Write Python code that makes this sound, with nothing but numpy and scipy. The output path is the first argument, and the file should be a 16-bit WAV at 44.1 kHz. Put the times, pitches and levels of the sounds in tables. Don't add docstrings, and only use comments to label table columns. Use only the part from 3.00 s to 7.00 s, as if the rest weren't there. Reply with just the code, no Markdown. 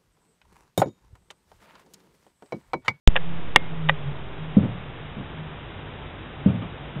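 import sys
import numpy as np
from scipy import signal
from scipy.fft import irfft
from scipy.io import wavfile

SR = 44100
rng = np.random.default_rng(int(sys.argv[2]) if len(sys.argv) > 2 else 0)


def generate_wav(sig):
    pcm = np.round(np.clip(np.atleast_2d(sig).T, -1, 1) * 32767).astype(np.int16)
    wavfile.write(sys.argv[1], SR, pcm)


N = 176400
TIME = np.arange(N) / SR
POWER_ON_S, STUCK_S = .0757, .0101


def amp(db):
    return 10 ** (np.asarray(db) / 20)


def add(mix, s, sound):
    part = mix[round(s * SR):][:len(sound)]
    part += sound[:len(part)]


def noise(spectrum, size):
    hz, db = np.transpose(spectrum)
    f = np.fft.rfftfreq(size, 1 / SR)
    magnitude = amp(np.interp(np.log(f + 1), np.log(hz + 1), db))
    x = irfft(magnitude * np.exp(2j * np.pi * rng.random(len(f))), size)
    return x / x.std()


def low_pass(x, hz, taps):
    return signal.oaconvolve(x, signal.firwin(taps, hz, window=("kaiser", 8), fs=SR), "same")


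def hiss(level_db=-38.5):
    # (f/Hz, relative level/dB)
    spectrum = [(12, -43.5), (20, -12.5), (91, -3), (118, -7), (144, -1), (176, -9), (210, -10),
                (311, -11.5), (340, -11.5), (472, -12.5), (515, -14.5), (854, -15.5), (2010, -21),
                (3400, -23), (3800, -26), (4940, -50.5), (8360, -120)]
    return amp(level_db) * noise(spectrum, N)


def glide(curve):
    s, hz, db = np.transpose(curve)
    cycles = np.cumsum(np.interp(TIME, s, hz)) / SR
    return amp(np.interp(TIME, s, db)) * np.sin(2 * np.pi * cycles)


def hum(flutter_depth=.15):
    # (t/s, f/Hz, rms level/dB)
    low_tone = [(.1, 170, -40), (0.239, 169.3, -41), (.3, 167.6, -35), (.52, 165, -47), (.65, 162, -40),
                (.78, 161.9, -32), (.89, 154, -25), (.93, 154.6, -31.5), (.975, 146, -44),
                (1.089, 141, -25.5), (1.16, 140, -44.5), (1.33, 145, -56), (1.42, 157, -33.5),
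                (1.56, 158, -37), (1.8, 145.1, -43.5), (2.33, 155, -49.5), (2.42, 157, -32.5),
                (2.6, 146, -59), (4, 143, -42)]
    # (t/s, f/Hz, rms level/dB)
    whine = [(.6, 440, -68), (.75, 431, -50.5), (.93, 410, -50), (1.1, 402, -54), (1.27, 403, -47),
             (1.45, 392, -54.5), (1.7, 390, -76)]
    # (f/Hz, rms level/dB)
    partials = [(52, -50.5), (103, -54.5)]
    mains = sum(amp(db) * np.sin(2 * np.pi * (hz * TIME + rng.random())) for hz, db in partials)
    flutter = 1 + flutter_depth * noise([(1, 0), (12, 0), (40, -40), (200, -100)], N)
    return np.sqrt(2) * ((glide(low_tone) + glide(whine)) * flutter + mains)


def power_pop(recover_s=.0023, offset=.14, fade_s=.57, snap_db=2, snap_hz=3400, snap_s=.0002):
    t = TIME - POWER_ON_S
    since_release = np.maximum(t - STUCK_S, 0)
    stuck = np.exp(-since_release / recover_s)
    drift = offset * np.exp(-since_release / fade_s)
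    step = (t > 0) * (drift * (1 - stuck) - stuck)
    snap = amp(snap_db) * np.exp(-abs(t) / snap_s) * np.sin(2 * np.pi * snap_hz * t)
    return step - snap


def case_ring(t, pitch, tilt_db, focus_hz, focus_db=5.5, focus_octaves=.27):
    # (f/Hz, level/dB, t60/s)
    modes = [(530, -21, .06), (818, -6.5, 0.013), (1189, -9.5, 0.018), (1550, -15, 0.023),
             (1882, -4.5, 0.023), (2386, -9.5, .019), (2850, -6.5, 0.014), (3580, -10.5, 0.012)]
    hz, db, t60 = np.transpose(modes)[:, :, None]
    tilt = tilt_db * np.log2(hz / hz[len(hz) // 2])
    focus = focus_db * np.exp(-(np.log2(hz * pitch / focus_hz) / focus_octaves) ** 2)
    polarity = (-1) ** np.arange(len(hz))
    return polarity @ (amp(db + tilt + focus - 60 * t / t60) * np.sin(2 * np.pi * hz * pitch * t))


def camera_case(hardest_click_s=.561):
    # (t/s, level/dB, pitch factor, tilt/dB per octave, most struck f/Hz)
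    ticks = [(.1569, -15.5, 1.02, -6, 537), (0.1623, -10.5, 0.9, 1, 1430), (.164, -11.5, 0.97, 5, 2820),
             (.1683, -21, .97, -7.5, 488), (.17316, -19.5, .89, 1, 1600), (0.56, 3.5, .99, 0, 916),
             (.5612, -2, 1.157, 2, 2200), (0.8887, -14, 1, -1, 2900), (.8931, -20, 1.018, 10, 1930),
             (0.8947, -3.5, 1.024, -3, 1540), (.89867, -16, 1, 4, 1690)]
    # (f/Hz, relative level/dB)
    jolt = [(40, -12.5), (180, -5), (360, -3), (480, -31), (1200, -39)]
    out, t = np.zeros(N), TIME[:SR // 4]

    def decay(db, t60_s):
        return amp(db - 60 * t / t60_s)

    for s, db, pitch, tilt_db, focus_hz in ticks:
        rattle = rng.standard_normal(len(t)) * decay(db=-17.5, t60_s=.0402)
        add(out, s, amp(db) * (case_ring(t, pitch, tilt_db, focus_hz) + rattle))
    ping = decay(db=-37, t60_s=.38) * np.sin(2 * np.pi * 2135 * t)
    knock = decay(db=-11, t60_s=.045) * noise(jolt, len(t))
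    add(out, hardest_click_s, ping + knock)
    return out


def thud(modes, t, pitch, build_cycles):
    out = np.zeros(len(t))
    for hz, db, t60 in modes:
        build = 1 - np.exp(-hz * t / build_cycles)
        out += build * amp(db - 60 * t / t60) * np.sin(2 * np.pi * hz * pitch * t)
    return out


def swell(t, length):
    u = 3 * t / length
    return u * np.exp(1 - u)


def rabbit(boom_db=-16, boom_t60_s=.45, boom_rise_s=.01, low_cut_hz=74):
    # (t/s, level/dB, pitch factor, relative room level/dB)
    stamps = [(1.5680, 0, 0.98, -3.5), (3.4603, -1.5, 0.94, -1)]
    # (f/Hz, level/dB, t60/s)
    floor_modes = [(97, -13, 0.22), (138.6, -14, .17), (159.55, -11.5, .16), (192, -10.5, .12),
                   (210.2, 2, .09), (241.6, -11, 0.086), (259.8, -15, 0.13), (352.4, -19, .09),
                   (438, -20.5, 0.1), (509, -18.5, 0.074), (588, -26, 0.064)]
    # (f/Hz, level/dB, t60/s)
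    room_modes = [(113.9, -8.5, 0.5), (185.7, -13.5, 0.51), (206.5, -15, .38), (255, -20.5, 0.25)]
    # (f/Hz, relative level/dB)
    boom_spectrum = [(40, -36), (80, -12), (110, 1), (200, -1.5), (270, -5.5), (340, -18), (600, -17.5),
                     (850, -29), (1500, -36), (4000, -56)]
    # (t/s, level/dB, length/s)
    steps = [(1.622, -21, 0.049), (1.69, -34.5, 0.051), (2.166, -30, 0.025), (2.192, -33, 0.038),
             (2.383, -43, 0.022), (3.548, -32, .025), (3.612, -29.5, .04), (3.955, -30.5, 0.037)]
    # (t/s, level/dB, length/s)
    brushes = [(1.622, -42.5, .035), (3.47, -41, 0.047), (3.612, -41, 0.062)]
    # (f/Hz, relative level/dB)
    brush_spectrum = [(200, -13.5), (600, -4.5), (900, 1), (1250, 1.5), (1700, -17), (2700, -6.5),
                      (4000, -23.5)]
    out, t = np.zeros(N), TIME[:SR // 2]
    boom_envelope = (1 - np.exp(-t / boom_rise_s)) * amp(boom_db - 60 * t / boom_t60_s)
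    for s, db, pitch, room_db in stamps:
        floor = thud(floor_modes, t, pitch, build_cycles=.94)
        boom = boom_envelope * noise(boom_spectrum, len(t))
        room = boom + thud(room_modes, t, pitch, build_cycles=15)
        add(out, s, amp(db) * (floor + amp(room_db) * room))
    for touches, spectrum in (steps, boom_spectrum), (brushes, brush_spectrum):
        for s, db, length in touches:
            add(out, s, amp(db) * swell(t, length) * noise(spectrum, len(t)))
    return signal.sosfilt(signal.butter(2, low_cut_hz, "highpass", fs=SR, output="sos"), out)


def scene():
    live = TIME > POWER_ON_S + STUCK_S
    return (live * (rabbit() + camera_case() + hum() + hiss()) + power_pop())[None]


def record(dry):
    narrow = low_pass(dry[0], hz=3900, taps=401)
    clipped = np.clip(narrow, -1, 1)
    return low_pass(clipped, hz=16270, taps=255)[None]


dry = scene()
out = record(dry)
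generate_wav(out)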